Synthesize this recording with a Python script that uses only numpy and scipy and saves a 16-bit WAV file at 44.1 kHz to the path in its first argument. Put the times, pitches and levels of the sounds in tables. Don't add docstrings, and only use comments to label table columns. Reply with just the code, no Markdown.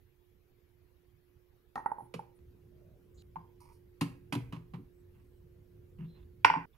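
import sys
import numpy as np
from scipy import signal
from scipy.fft import rfft, irfft
from scipy.io import wavfile
from scipy.ndimage import uniform_filter1d

SR = 44100
rng = np.random.default_rng(int(sys.argv[2]) if len(sys.argv) > 2 else 0)


def bounce(signal):
    frames = np.transpose(np.atleast_2d(signal))
    limited = np.clip(frames, -1, 1)
    pcm = np.round(limited * 32767).astype(np.int16)
    wavfile.write(sys.argv[1], SR, pcm)


def gain_from_db(level_db):
    decades = np.asarray(level_db, float) / 20
    return 10 ** decades


N = 298551


def evened(x):
    return x / np.sqrt(np.mean(x ** 2) + 1e-20)


def read(points, hz):
    f, value = np.transpose(points)
    return np.interp(np.log(hz + 1), np.log(f + 1), value)


def highpass(x, order, hz):
    return signal.sosfilt(signal.butter(order, hz, "high", fs=SR, output="sos"), x)


def ring(modes, size):
    t = np.arange(size) / SR
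    return sum(gain_from_db(db - 60 * t / t60) * np.sin(2 * np.pi * hz * t) for hz, db, t60 in modes)


def colour(x, points, tilt_db=0.):
    hz = np.fft.rfftfreq(len(x), 1 / SR)
    gain_db = read(points, hz) + tilt_db * np.log2(hz / 3000 + .01)
    return irfft(rfft(x) * gain_from_db(gain_db), len(x))


def rub(size, hz, width_hz):
    b, a = signal.iirpeak(hz, hz / width_hz, SR)
    grains = rng.standard_normal(30000)[:size]
    return evened(signal.lfilter(b, a, signal.lfilter(b, a, grains)))


def noise(points, same_points, lean_points, patchy_db, size):
    hz = np.fft.rfftfreq(size, 1 / SR)
    a, b, c, d, patches = rng.standard_normal((4 * N // size + 5, len(hz), 5)).T
    patches = evened(uniform_filter1d(uniform_filter1d(patches, size=5, axis=0), size=6, axis=1))
    same = read(same_points, hz)[:, None]
    lean = gain_from_db(read(lean_points, hz) / 2)[:, None]
    left, other = a + 1j * b, c + 1j * d
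    right = same * left + np.sqrt(1 - same ** 2) * other
    z = np.array([left * lean, right / lean])
    z = z * gain_from_db(read(points, hz)[:, None] + patchy_db * patches)
    out = signal.istft(z, nperseg=size, noverlap=size - size // 4)[1][:, :N]
    return out / np.std(out.mean(0))


CUTS = [0, 1.75, 2.393, 3.224, 6.657, 7]


def until_cut(s, size):
    left_s = min(c for c in CUTS if c > s) - s - np.arange(size) / SR
    return np.clip(left_s / .002, 0, 1)


def by_shot(levels_db):
    shot = np.searchsorted(CUTS, np.arange(N) / SR, "right") - 1
    return uniform_filter1d(gain_from_db(levels_db)[shot], size=90)


def add(mix, s, sound, lean_db):
    part = mix[:, round(s * SR):][:, :sound.shape[-1]]
    size = part.shape[1]
    part += sound[..., :size] * until_cut(s, size) * gain_from_db(np.array([[lean_db / 2], [-lean_db / 2]]))


# f/Hz, level/dB per Hz
HISS = [(20, -26.5), (38, -7), (60, 4.5), (168, -12.5), (193, -19.5), (420, -13), (574, -26), (2260, -30),
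        (6000, -40), (9000, -48), (10800, -37), (13500, -35), (15700, -38.5), (15950, -74.5)]
# f/Hz, likeness/1
HISS_SAME = [(60, 0.74), (180, 0.85), (550, 0.22), (1650, 0.03), (4970, 0.075), (15000, 1)]
# f/Hz, left-right/dB
HISS_LEAN = [(60, -10.5), (180, -5.5), (550, -4.5), (1650, 2.5), (4970, 1.5), (15000, 1.5)]
# f/Hz, level/dB per Hz
RUMBLE = [(12, -39.5), (20, -28.5), (45, 1), (80, 5), (140, -3), (229, -11.5), (323, -19), (455, -15),
          (630, -33.5), (1500, -42), (3300, -51.5)]
SHOT_RUMBLE_DB = [-97, -71.5, -59.5, -61.5, -82.5]
# t/s, half length/s, level/dB
PASSES = [(2.903, 0.5, -64), (4.45, 0.25, -59), (5.952, 1, -60.5)]


def background():
    hiss = noise(HISS, HISS_SAME, HISS_LEAN, patchy_db=2.9, size=1024)
    far = noise(RUMBLE, [(20, .95)], [(20, -1.2)], patchy_db=2.5, size=2048)
    t = np.arange(N) / SR
    passes = sum(gain_from_db(db) * np.exp(-((t - s) / half) ** 2) for s, half, db in PASSES)
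    passes = passes * (t < CUTS[-2])
    return gain_from_db(-67.5) * hiss + far * np.hypot(by_shot(SHOT_RUMBLE_DB), passes)


SHOT_HUM_DB = [-72.5, -66, -67, -65.5, -100]


def fridge():
    hum_hz, lean_db, waver_rad, flutter_db = 357, -17.5, 0.13, -1.5
    waver, flutter = (evened(uniform_filter1d(v, size=6000)) for v in rng.standard_normal((2, N)))
    phase = 2 * np.pi * hum_hz * np.arange(N) / SR + waver_rad * waver
    line = np.sqrt(2) * np.sin(phase) * gain_from_db(flutter_db * flutter)
    return 1.526 * line * by_shot(SHOT_HUM_DB) * gain_from_db(np.array([[lean_db], [0]]))


# t/s, peak level/dB, scuff
# t60/s, brightness/dB per octave, left-right/dB
SLAPS = [(1.755, -43, 0.031, 3, 6), (2.139, -31.5, 0.072, -0.5, -1), (2.3883, -59.5, 0.051, -0.5, -1),
         (3.357, -64, 0.054, 3, 5), (3.2204, -45.5, 0.042, 2.5, -1.5), (4.0094, -21, 0.085, 0, 2),
         (4.3237, -23, 0.09, -0.5, -3), (4.3496, -24, 0.04, -1.5, 1), (4.5232, -37.5, 0.16, -2.5, -1.5),
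         (4.563, -41, 0.023, -3, -12), (4.736, -42, 0.11, -3.5, -8), (6.4466, -10.5, 0.055, -3.5, 5.5)]
# f/Hz, level/dB per Hz
SLAP_COLOUR = [(240, -21), (500, -8), (700, -8), (1050, 5), (1450, -10.5), (2200, -7), (2850, -3),
               (3500, -12), (4350, -11), (5500, -17.5), (8500, -22), (11500, -18.5), (15500, -36),
               (16500, -72)]


def slaps():
    out, t = np.zeros((2, N)), np.arange(8192) / SR
    for s, db, t60, bright_db, lean_db in SLAPS:
        grit = rng.standard_normal((2, len(t))) * gain_from_db(2.03 * rng.exponential(1, len(t)))
        shared, own = (evened(colour(g, SLAP_COLOUR, bright_db)) for g in grit)
        ports_grit = shared + 0.43 * own * np.array([[1], [-1]])
        rise = np.minimum(t / 0.0027, 1)
        add(out, s, gain_from_db(db - 9.5 - 60 * t / t60) * rise * ports_grit, lean_db)
    return out


def mug(taps, pair, wall, contact_s):
    tick_db = -10
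    out, t = np.zeros((2, N)), np.arange(6000) / SR
    for s, db, hz, lean_db, hard_db in taps:
        width_s = contact_s * gain_from_db(-.3 * hard_db)
        push = np.exp(-(t[:100] / width_s - 2.5) ** 2)
        detune = rng.uniform(0.93, 1.015, len(wall))
        low, high = ([(hz * ratio, d, t60)] for ratio, d, t60 in pair)
        upper_modes = [(f * k, d + hard_db, t60) for (f, d, t60), k in zip(wall, detune)]
        upper = ring(upper_modes, len(t)) * (1 - np.exp(-t / 0.00091))
        upper = highpass(upper, 2, 800)
        clink = np.convolve(ring(low, len(t)) - ring(high, len(t)) - upper, push)
        clink[:len(push)] -= gain_from_db(tick_db + 2 * hard_db) * push * push.sum()
        add(out, s - 2.5 * width_s, gain_from_db(db) * clink / abs(clink).max(), lean_db)
    return out


# t/s, peak level/dB, main ring f/Hz, left-right/dB, upper-mode hardness/dB
GREEN_TAPS = [(1.757, -26.5, 762, 2.5, 8), (1.765, -34.5, 1048, 0, 2.5), (1.777, -28.5, 840, 4, 0),
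              (1.79, -37, 900, 0, -8), (1.801, -39, 878, -1.5, -5.5), (1.86, -20, 855, -3.5, -3),
              (1.888, -55, 867, -2, -27.5), (1.917, -26.5, 857, -4, -13), (1.984, -36.5, 864, -3, -28.5),
              (1.995, -43.5, 814, -1, -28), (2.006, -40, 822, -5, -29), (2.193, -35, 844, -4.5, -11.5)]
NUDGES = [(2.141, -38, 454, -11.5, -23)]
# ratio to main ring/1, level/dB, t60/s
GREEN_PAIR = [(.945, 2, 0.048), (1.054, 10, 0.029)]
# f/Hz, level/dB, t60/s
GREEN_WALL = [(1290, -15, 0.031), (1320, 1.5, .025), (1545, -17, 0.072), (1910, -9, 0.056),
              (2012, -15.5, 0.032), (2370, -17, 0.023), (2700, -22, 0.025)]


def green_mug():
    return mug(GREEN_TAPS + NUDGES, GREEN_PAIR, GREEN_WALL, contact_s=0.0001)


# t/s, length/s, f/Hz, width/Hz, level/dB
WHISPERS = [(1.757, 0.043, 5970, 1190, -78), (1.986, 0.084, 10400, 1390, -76.5),
            (2.351, 0.032, 10000, 1500, -82.5), (2.7, .28, 610, 90, -75), (3.141, 0.083, 6930, 1146, -78.5),
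            (3.171, 0.14, 4140, 984, -71), (4.93, 0.099, 7940, 406, -92), (5.201, 0.2, 8200, 300, -94.5),
            (6.036, 0.21, 3530, 700, -83.5), (6.075, 0.11, 4075, 60, -76.5),
            (6.728, 0.019, 3470, 200.3, -81)]


def whispers():
    glaze_hz, glaze_width_hz, glaze_db, glaze_t60_s = 9900, 980, -46.5, .05
    glaze_share = 0.73
    out, t = np.zeros((2, N)), np.arange(6000) / SR
    for s, length_s, hz, width_hz, db in WHISPERS:
        size = int(length_s * SR)
        swell = signal.windows.tukey(size, 0.15)
        add(out, s, gain_from_db(db) * rub(size, hz, width_hz) * swell, -1.5)
    for s, db, *_ in GREEN_TAPS:
        decay = gain_from_db(glaze_db + glaze_share * db - 60 * t / glaze_t60_s)
        add(out, s, decay * rub(len(t), glaze_hz, glaze_width_hz), -1.5)
    return out


# t/s, blow level/dB, low, middle, high cabinet mode level/dB
BOOMS = [(1.7601, -47, -14, -15.5, -1.5), (2.018, -51.5, 3, 0.5, -1.5), (2.142, -37, -7.5, 2, -11),
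         (3.36, -45.5, -6, 19.5, 6), (4.012, -21.5, -11, 0, 2.5), (4.322, -27, -13.5, -2.5, 5),
         (4.351, -26.5, -5.5, -9.5, -3.5), (4.525, -32.5, -4.5, 1.5, -2), (4.565, -43, 2, 6.5, -26),
         (4.734, -35, -4.5, 2, -26), (4.781, -41.5, -17, -4, -5), (6.447, -39.5, -3, -6, 8),
         (6.499, -39.5, -15.5, 14.5, 12), (6.56, -32.5, -10.5, 7, 5)]
# t/s, blow level/dB
JUDDER = [(5.985, -40.5), (6.003, -36), (6.022, -38), (6.045, -39)]
# low, middle, high cabinet mode level/dB
JUDDER_MODES_DB = (-9, 11, -17)
# f/Hz, t60/s
CABINET = [
    (120, 0.41),
    (166, 0.21),
    (284, 0.15),
]
# f/Hz, level/dB, t60/s
PANELS = [(95, -17, 0.094), (143.1, -8, 0.27), (200.8, -6.5, 0.11), (367.3, -9.5, 0.1), (227.3, -3.5, 0.11),
          (467.7, -24, 0.26)]


def booms():
    green_blow_s, red_blow_s = .004, 0.012
    out, t = np.zeros((2, N)), np.arange(20000) / SR
    jolts = [(*jolt, *JUDDER_MODES_DB) for jolt in JUDDER]
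    for s, db, *shares_db in BOOMS + jolts:
        modes = [(hz, d, t60) for (hz, t60), d in zip(CABINET, shares_db)] + PANELS
        boom = np.zeros(len(t))
        for mode, lag in zip(modes, rng.integers(0, 150, len(modes))):
            boom += rng.choice([-1, 1]) * np.roll(ring([mode], len(t)), lag)
        boom *= np.minimum(t / (green_blow_s if s < CUTS[2] else red_blow_s), 1)
        add(out, s, gain_from_db(db) * boom / abs(boom).max(), .5)
    return out


# t/s, peak level/dB, main ring f/Hz, left-right/dB, upper-mode hardness/dB
RED_TAPS = [(3.358, -33.5, 860, -2.5, -24), (3.365, -33.5, 940, 11.5, -26), (4.011, -38, 970, -5, 1),
            (4.324, -37.5, 1130, 7, 1), (4.531, -56, 1124, -4, -9), (4.741, -48.5, 830, 8, -38),
            (6.447, -1, 945, -1.5, -6), (6.465, -35, 922, 6.5, -1), (6.5, -11, 927, 1.5, -13),
            (6.538, -17.5, 943, 3, -17.5), (6.552, -27, 868, -8, -27), (6.559, -24.5, 894, 2, -38.5),
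            (6.571, -29, 910, -0.5, -40)]
# ratio to main ring/1, level/dB, t60/s
RED_PAIR = [(0.961, -0.5, 0.029), (1.104, 0.6, 0.016)]
# f/Hz, level/dB, t60/s
RED_WALL = [(1240, -42.5, 0.012), (1478, 7.5, 0.014), (1750, -29.5, 0.032), (1995, 0, 0.023),
            (2190, -3.5, 0.032), (2425, 14, 0.0076), (2817, 3.5, 0.012), (3030, -12, 0.017),
            (3300, -28, .02), (3740, -42, .03), (4355, -15, 0.016), (4990, -11, 0.027), (5536, -6.5, 0.019),
            (7620, -15.5, 0.017)]


def red_mug():
    return mug(RED_TAPS, RED_PAIR, RED_WALL, contact_s=.00004)


# t/s, length/s, pressure level/dB, fine grit above it/dB
LIGHT_DRAGS = [(3.601, 0.08, -66, -1), (3.685, 0.041, -65, -9.5), (3.721, 0.057, -83, 8.5)]
LOADED_DRAGS = [(5.14, .09, -79.5, -12), (5.983, .075, -67.5, -19), (6.145, .06, -75.5, -25),
                (6.216, .02, -78.5, -20.5), (6.736, .04, -77, -13)]
# f/Hz, level/dB per Hz
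DRAG_COLOURS = [
    [(350, -65), (600, -9), (692, -28), (853, -1.5), (977, 5), (1480, -24), (1590, -30), (2230, -12.5),
     (3600, -36), (4680, -71), (7920, -120)],
    [(350, -36), (600, -14.5), (757, -16.5), (969, -4.5), (1390, -16), (2380, -15.5), (2770, -12),
     (3600, -32.5), (4680, -45), (7920, -120)],
]
# f/Hz, level/dB per Hz
GRIT_COLOUR = [(2120, -40), (3600, -37), (4390, -1), (5410, 0), (7730, -13), (9150, 0.5), (10600, -5),
               (11800, 0), (14500, -23)]


def drags():
    grip_s, let_go_s = 0.0046, 0.011
    sag_db_per_s, grit_sag_db_per_s = -46.5, -120
    ticks_per_s = 6000
    clumps = gain_from_db(1.1 * evened(uniform_filter1d(rng.standard_normal(N), size=300)))
    ticks = clumps * rng.standard_normal(N) * (rng.random(N) < ticks_per_s / SR)
    light, loaded, grit = (evened(colour(ticks, c)) for c in DRAG_COLOURS + [GRIT_COLOUR])
    out = np.zeros(N)
    for body, strokes in ((light, LIGHT_DRAGS), (loaded, LOADED_DRAGS)):
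        for s, length_s, db, fine_db in strokes:
            t = np.arange(N) / SR - s
            press = np.clip(np.minimum(t / grip_s, 1 + (length_s - t) / let_go_s), 0, 1) ** 2
            since = np.clip(t, 0, 1)
            fine = gain_from_db(fine_db + grit_sag_db_per_s * since) * grit
            out += press * gain_from_db(db + sag_db_per_s * since) * (body + fine)
    return out * gain_from_db(np.array([[-3.], [2.5]]))


# f/Hz, t60/s
KITCHEN = [(100, 0.34), (400, 0.63), (900, 0.27), (1800, 0.42), (3000, 0.3), (3800, .28), (8000, 0.32),
           (16000, 0.4)]


def echoes(wet_db):
    taps = np.zeros((2, SR // 2))
    slots = np.arange(150, SR // 2 - 20, 20)
    at = slots + rng.integers(0, 20, (2, len(slots)))
    np.put_along_axis(taps, at, rng.choice([-1., 1.], at.shape), 1)
    hz, t, z = signal.stft(taps, SR, nperseg=512)
    apart = np.sqrt(hz / (hz + 350))[:, None]
    z = np.array([z[0], apart * z[1] + np.sqrt(1 - apart ** 2) * z[0]])
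    decay = gain_from_db(-60 * t / read(KITCHEN, hz)[:, None])
    tail = signal.istft(z * decay, SR, nperseg=512)[1]
    tail *= np.minimum(np.arange(tail.shape[1]) / SR / 0.00873, 1)
    return tail * gain_from_db(wet_db) / np.linalg.norm(tail[0])


def kitchen(dry, wet_db):
    shifts_per_s = 9
    tails, out = [echoes(wet_db), echoes(wet_db)], dry.copy()
    turn = 2 * np.pi * shifts_per_s * np.arange(N) / SR
    feeds = dry.mean(0) * np.array([np.cos(turn), np.sin(turn)])
    for start, end in zip(CUTS, CUTS[1:]):
        shot = slice(round(start * SR), min(round(end * SR), N))
        size = shot.stop - shot.start
        for feed, tail in zip(feeds, tails):
            wet = signal.fftconvolve(feed[None, shot], tail, axes=1)[:, :size]
            out[:, shot] += wet * until_cut(start, size)
    return out


# f/Hz, left-right/dB
PORT_LEAN = [(100, 1), (1000, -3), (2500, -5.5), (5000, 0), (9000, 4.5), (14000, 1.5)]
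# f/Hz, phase/rad
PORT_LEAD = [(150, 0.23), (600, 0.96), (1500, 1.28), (2400, 1.3), (3400, 0.71), (4400, -1.5), (6300, 0.12)]


def ports(x):
    hz = np.fft.rfftfreq(N, 1 / SR)
    half = gain_from_db(read(PORT_LEAN, hz) / 2) * np.exp(.5j * read(PORT_LEAD, hz))
    return irfft(rfft(x) * np.array([half, 1 / half]), N)


def scene():
    steady = background() + fridge()
    airborne = slaps() + green_mug() + whispers() + red_mug() + drags()
    airborne = highpass(airborne, 3, 85)
    low = highpass(booms(), 2, 80)
    near = kitchen(airborne + 0.47 * low, wet_db=-8.0)
    near = near + 0.57 * low
    return ports(near) + steady


def roll_off(x):
    return signal.sosfilt(signal.butter(12, 16460, fs=SR, output="sos"), x)


def record(dry):
    ceiling = .95
    mix = ceiling * np.tanh(dry / ceiling)
    return roll_off(mix)


dry = scene()
out = record(dry)
bounce(out)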